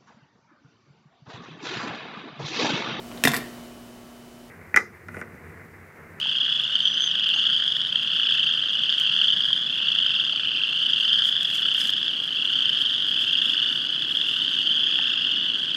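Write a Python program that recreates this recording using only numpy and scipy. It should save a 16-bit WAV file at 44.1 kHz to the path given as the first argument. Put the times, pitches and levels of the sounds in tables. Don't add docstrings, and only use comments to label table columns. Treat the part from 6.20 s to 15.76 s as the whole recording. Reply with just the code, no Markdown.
import sys
import numpy as np
from scipy import signal
from scipy.fft import rfft, irfft
from scipy.io import wavfile
from scipy.ndimage import uniform_filter1d

SR = 44100
rng = np.random.default_rng(int(sys.argv[2]) if len(sys.argv) > 2 else 0)


def volts(x):
    e = np.asarray(x, float) / 20
    return 10 ** e


def transcribe(signal):
    frames = np.atleast_2d(signal).T
    limited = np.clip(frames, -1, 1)
    pcm = np.round(limited * 32767).astype(np.int16)
    wavfile.write(sys.argv[1], SR, pcm)


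N = 421596

# frequency in Hz, level in dB per Hz.
REED = [(300, -51), (1500, -9.5), (3000, 1.5), (6000, -6), (9000, -10), (12500, -14.5), (14000, -19.5),
        (15700, -35.5)]


def in_time(rows, outside=None):
    s, *columns = np.transpose(rows)
    clock = np.arange(N) / SR
    return [np.interp(clock, s, column, outside, outside) for column in columns]


def rms_one(x):
    return x / np.sqrt(np.mean(x ** 2) + 1e-20)


def coloured(x, spectrum):
    hz, level_db = np.transpose(spectrum)
    log_hz = np.log(np.arange(N // 2 + 1) * SR / N + 1)
    return irfft(rfft(x) * volts(np.interp(log_hz, np.log(hz), level_db)), N)


def resonance(x, hz, width_hz):
    r = np.exp(-np.pi * width_hz / SR)
    ahead = [(1 - r * r) / 2, 0, (r * r - 1) / 2]
    back = [1, -2 * r * np.cos(2 * np.pi * hz / SR), r * r]
    return signal.lfilter(ahead, back, x)


def air():
    # frequency in Hz, level in dB per Hz.
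    air_colour = [(20, -24), (50, -23.5), (80, -16), (130, -2), (200, -1), (400, -13.5), (560, -10.5),
                  (900, -16), (1200, -8.5), (2200, -12), (4000, -6.5), (6500, -26), (9000, -38),
                  (13000, -52)]
    return volts(-43.5) * rms_one(coloured(rng.standard_normal(N), air_colour))


def distant_traffic():
    # time in seconds, level in dB.
    swell = [(0, -64), (2, -61.5), (4.5, -57), (5.3, -57), (6, -53), (7.5, -51.5), (8.6, -50.5),
             (9.56, -51)]
    drone = resonance(resonance(rng.standard_normal(N), 265, 150), 265, 150)
    return volts(in_time(swell)[0] + 0.5) * rms_one(drone)


def pulses(s, level_db, hz, spread_db, droop, top_db, side_db):
    # multiple of the vocal cord rate, level in dB, lead in ms, rise in ms, fall in ms.
    partials = [(1, -21, 0.8, 0.98, 0.8), (2, 0.5, 0.47, 1.4, 1.15), (3, -25, 0.25, 0.9, 1.68),
                (4, -36, 0.9, 0.67, 1.83), (5, -46, .6, 0.86, 1.6), (6, -44, .3, 1.1, 1.8),
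                (8, -57, .2, 1.1, 1.2)]
    sac_db_per_octave, sac_hz = 18, 3200
    steps = np.arange(-170, 330)
    ms = 1000 * steps / SR
    luck = rng.standard_normal((len(s), len(partials) + 1))
    cycle = np.pi * hz[:, None] * steps / SR * (1 - droop * ms) + 2 * np.pi * luck[:, -1:]
    stack = 0
    for k, (multiple, partial_db, lead, rise, fall) in enumerate(partials):
        order = round(multiple)
        late = ms + lead
        bell = np.exp(-(late / rise) ** 2)
        dying = 1 / np.cosh(np.clip(late / fall, 0, 30))
        shape = np.where(late < 0, bell, dying)
        own_db = partial_db + (side_db + spread_db * luck[:, k:k + 1]) * (order != 2)
        own_db = own_db + top_db * (order > 5.5)
        own_db = own_db + sac_db_per_octave * np.log2(hz[:, None] / sac_hz) * (order == 1)
        stack = stack + volts(own_db) * shape * np.sin(order * cycle)
    at = np.round(s * SR).astype(int)[:, None] + steps
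    heard = (at >= 0) & (at < N)
    return np.bincount(at[heard], (volts(level_db)[:, None] * stack)[heard], N)


def trills(starts, ends, start_hz, level_db, shy_db, size):
    first_gap_s, gap_growth_s = .024, .027
    pitch_climb = 0.19
    tiring_db = 3
    along = np.linspace(0, 1, size)
    since = np.cumsum(first_gap_s + gap_growth_s * along ** 2)
    done = (since - since[0]) / (since[-1] - since[0])
    jitter = rng.standard_normal((len(ends), size, 2))
    s = starts[:, None] + done * (ends - starts)[:, None] + .0003 * jitter[..., 0]
    hz = start_hz[:, None] * (1 + pitch_climb * along ** 0.91)
    effort_db = -shy_db * (1 - along) ** 3.5 - tiring_db * along ** 6
    loud_db = level_db[:, None] + effort_db + 1.0 * jitter[..., 1]
    return s.ravel(), loud_db.ravel(), hz.ravel()


def reed_bed(x, t60, wet_db):
    t = np.arange(int(.12 * SR)) / SR
    dull = signal.lfilter([.4], [1, -.6], rng.standard_normal(len(t)))
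    tail = dull * volts(-60 * t / t60) * (t > .002)
    tail = tail / np.sqrt(np.sum(tail ** 2))
    return x + volts(wet_db) * signal.fftconvolve(x, tail)[:N]


def far_group(count, t60, wet_db):
    call = np.arange(0, 8)
    tempo, start, pitch, distance = np.repeat(rng.random((count, 4)), len(call), axis=0).T
    ends = (np.tile(call, count) + start - .5) * (1.55 + .3 * tempo)
    starts = ends - .52 - .12 * tempo
    calls = trills(starts, ends, 2600 + 400 * pitch, -7.0 * distance, shy_db=18.5, size=18)
    voices = pulses(*calls, spread_db=4.0, droop=0.0015, top_db=-5.5, side_db=0.0)
    return reed_bed(voices, t60=t60, wet_db=wet_db)


def din():
    # time in seconds, level in dB.
    chorus_swell = [(0.0, -21), (0.53, -25), (1.14, -23), (1.36, -24.5), (2.8, -22.5), (3.33, -23.5),
                    (3.65, -24), (4.52, -25), (4.98, -22), (5.19, -24), (6.07, -25), (6.34, -22),
                    (6.79, -25), (7.4, -22.5), (8.71, -24), (9.56, -23.5)]
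    middle = rms_one(far_group(count=12, t60=0.089, wet_db=-18))
    far = rms_one(sum(far_group(count=7, t60=0.097, wet_db=-8) for patch in range(5)))
    return volts(in_time(chorus_swell)[0]) * (volts(-7.5) * middle + volts(-1.5) * far)


def rubbing_leaves():
    # time in seconds, level in dB.
    breeze = [(0, -70.5), (2.2, -68), (4.2, -70), (5.3, -63), (6.2, -66), (7.5, -64.5), (9.0, -69.5),
              (9.56, -68)]
    # middle in seconds, level in dB, half length in seconds.
    brushes = [(0.0, -52.5, 0.012), (2.799, -58.5, 0.023), (3.29, -70.5, 0.087), (5.071, -57, 0.023),
               (5.24, -64.5, 0.015), (5.344, -60, .04), (5.609, -53, 0.039), (5.668, -60.5, 0.059),
               (6.61, -64.5, 0.026), (7.036, -67.5, .04), (7.287, -64, 0.044), (8.216, -71, 0.25)]
    sizes = volts(2.6 * np.minimum(rng.exponential(1, N), 5))
    grains = sizes * rng.choice([-1, 1], N) * (rng.random(N) < 5000 / SR)
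    slow = uniform_filter1d(rng.standard_normal(N), size=700)
    flurry = rms_one(uniform_filter1d(slow, size=700))
    clock = np.arange(N) / SR
    rubbing = volts(in_time(breeze)[0])
    for s, db, half in brushes:
        rubbing = rubbing + volts(db) * np.exp(-((clock - s) / half) ** 2)
    return rubbing * volts(11.0 + 2.4 * flurry) * rms_one(coloured(grains, REED))


def hollow_knocks():
    # start in seconds, peak in dB, pitch in Hz.
    knocks = [
        (0.057, -29, 910),
        (1.162, -31.5, 866),
        (3.305, -31, 1060),
        (3.603, -37, 930),
        (4.135, -34.5, 840),
        (8.63, -37, 850),
        (8.793, -27, 867),
    ]
    out, t = np.zeros(N), np.arange(2000) / SR
    for s, peak_db, hz in knocks:
        shape = volts(peak_db - 60 * t / 0.016) * (1 - np.exp(-t / 0.00042))
        out[round(s * SR):][:2000] += shape * np.sin(2 * np.pi * hz * t)
    return out


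def nearer_frogs():
    # first pulse in seconds, last pulse in seconds, first pitch in Hz, level in dB.
    nearer_calls = [(0.13, 0.687, 2573, -40), (0.536, 1.091, 3080, -29), (0.601, 1.255, 2910, -20),
                    (1.0804, 1.6706, 3020, -25.5), (1.7258, 2.2947, 2740, -19), (1.9, 2.5083, 2860, -37),
                    (2.0397, 2.662, 2590, -21.6), (2.4092, 3.099, 2940, -24.5), (2.851, 3.387, 2683, -29.5),
                    (3.478, 4.0504, 2775, -18.5), (3.531, 4.0736, 2590, -28.5), (3.854, 4.3622, 2660, -21),
                    (4.2065, 4.7345, 3010, -29), (4.1783, 4.828, 2545, -24.5), (4.4703, 5.0967, 2910, -22),
                    (4.7544, 5.32, 2650, -39), (5.3046, 5.882, 2832, -18), (6.315, 6.826, 3164, -29.5),
                    (6.8658, 7.4466, 2893, -21.6), (6.9427, 7.5242, 2620, -23),
                    (7.3066, 7.902, 2573, -32.5), (7.805, 8.3402, 3124, -30.5),
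                    (8.5879, 9.229, 2860, -22.3), (8.6815, 9.2895, 2570, -23), (9.159, 9.782, 2630, -27.5)]
    calls = trills(*np.transpose(nearer_calls), shy_db=15.0, size=18)
    return volts(6.5) * pulses(*calls, spread_db=3.0, droop=0.0019, top_db=-8.5, side_db=3.0)


def snapping_stems():
    # start in seconds, peak in dB.
    stem_snaps = [(0.414, -41.5), (1.086, -39.5), (1.831, -43), (2.142, -41.5), (2.7835, -50), (2.799, -32),
                  (5.05, -40.5), (5.1293, -42.5), (5.231, -34), (5.302, -40), (5.3524, -34), (5.372, -35),
                  (5.5403, -40), (5.5693, -40), (5.64, -33), (5.672, -30), (5.6816, -34.5), (5.7025, -32),
                  (6.0397, -42), (9.111, -46)]
    snaps, t = np.zeros(N), np.arange(500) / SR
    for s, peak_db in stem_snaps:
        snaps[round(s * SR):][:500] += volts(peak_db + 7.0 - 60 * t / 0.015) * rng.standard_normal(500)
    return volts(4.5) * coloured(snaps, REED)


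def single_pulses():
    # time in seconds, peak in dB, loudest partial in Hz.
    loud_pulses = [(0.5563, -8, 3110), (0.6056, -8.5, 3200), (0.656, -8, 3200), (0.676, -10, 3300),
                   (0.779, -12, 3250), (0.8441, -13.8, 3300), (1.7585, -10, 3190), (2.1241, -9.5, 3200),
                   (2.637, -10, 3200), (2.7014, -11.5, 3300), (2.7265, -11.5, 3300), (2.7404, -11, 3200),
                   (2.8663, -11, 3100), (3.017, -16, 2980), (3.0451, -16, 3000), (3.3317, -10.5, 3200),
                   (4.0038, -12.5, 3320), (4.4374, -10, 3140), (4.7357, -10, 3050), (4.8523, -14, 3150),
                   (4.9024, -13.2, 3030), (4.931, -11, 3220), (4.9611, -12.2, 3110), (5.0225, -6.5, 3180),
                   (5.5488, -17, 3160), (6.357, -17, 3160), (7.1553, -13.5, 3010), (7.8235, -11, 3300),
                   (7.9721, -11, 3240), (8.0148, -11.6, 3380)]
    s, peak_db, hz = np.transpose(loud_pulses)
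    return pulses(s, peak_db, hz, spread_db=3.0, droop=0.018, top_db=-9.0, side_db=-1.0)


def bird():
    # time in seconds, pitch in Hz, level in dB.
    whistles = [
        [(.618, 6160, -52), (.68, 5950, -46), (.718, 5950, -52), (.745, 6050, -42), (.78, 6120, -56),
         (.815, 6150, -39), (.862, 6280, -37), (.89, 5950, -52), (.94, 5600, -60)],
        [(1.148, 6100, -45), (1.165, 6600, -47), (1.18, 6600, -52), (1.21, 6560, -56)],
    ]
    waver_hz, waver_per_s, octave_db = 25, 50, -43
    out = np.zeros(N)
    for rows in whistles:
        hz, level_db = in_time(rows)
        inside = in_time([(rows[0][0], 1), (rows[-1][0], 1)], outside=0)[0]
        breath = volts(level_db) * uniform_filter1d(inside, size=200)
        waver = waver_hz * rms_one(resonance(rng.standard_normal(N), waver_per_s, 40))
        phase = 2 * np.pi * np.cumsum(hz + waver) / SR
        out += np.sqrt(2) * breath * (np.sin(phase) + volts(octave_db) * np.sin(2 * phase))
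    return out


def frog_in_view():
    # first pulse in seconds, last pulse in seconds, first pitch in Hz, level in dB.
    open_water = [
        (1.04, 1.6746, 2830, -21),
        (2.765, 3.3564, 2910, -21.5),
        (4.3656, 4.9815, 2670, -18),
        (6.4184, 7.0174, 2794, -18.5),
        (8.1226, 8.7184, 2840, -27),
    ]
    calls = trills(*np.transpose(open_water), shy_db=10.5, size=18)
    return pulses(*calls, spread_db=-1.0, droop=0.0067, top_db=8.5, side_db=2.0)


def nearest_frogs():
    # first pulse in seconds, last pulse in seconds, first pitch in Hz, level in dB.
    nearest_calls = [
        (1.0693, 1.617, 2766, -18),
        (2.851, 3.3776, 2770, -17),
        (4.762, 5.3026, 2810, -17),
        (6.175, 6.7635, 2796, -17.5),
        (8.0188, 8.567, 2770, -18.5),
    ]
    calls = trills(*np.transpose(nearest_calls), shy_db=8.0, size=18)
    return volts(4.5) * pulses(*calls, spread_db=1.5, droop=0.011, top_db=-6.5, side_db=3.5)


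def scene():
    near = nearer_frogs() + single_pulses() + nearest_frogs()
    frogs = din() + reed_bed(near, t60=0.015, wet_db=-11)
    frogs = frogs + reed_bed(frog_in_view(), t60=0.06, wet_db=-2.5)
    reeds = rubbing_leaves() + hollow_knocks() + snapping_stems()
    whistling = reed_bed(bird(), t60=.15, wet_db=-15)
    return (frogs + whistling + reeds + air() + distant_traffic())[None]


def treble_gate(x, floor_db, waver_db):
    hz, s, bins = signal.stft(x, SR, nperseg=512)
    power = uniform_filter1d(np.abs(bins) ** 2, size=5, axis=0)
    frames = .7 * uniform_filter1d(rng.standard_normal(len(s)), size=3)
    patches = uniform_filter1d(rng.standard_normal(bins.shape), size=9, axis=0)
    patches = 3 * uniform_filter1d(patches, size=3)
    limit = volts(floor_db + waver_db * (frames + patches)) ** 2
    kept = (power > limit) | (hz[:, None] < 6500)
    return signal.istft(bins * kept, SR, nperseg=512)[1][:N]


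def top_cut(x):
    return signal.sosfilt(signal.butter(12, 15700, fs=SR, output="sos"), x)


def record(dry):
    gated = treble_gate(dry[0], floor_db=-90, waver_db=7.0)[None]
    return top_cut(gated)


dry = scene()
out = record(dry)
transcribe(out)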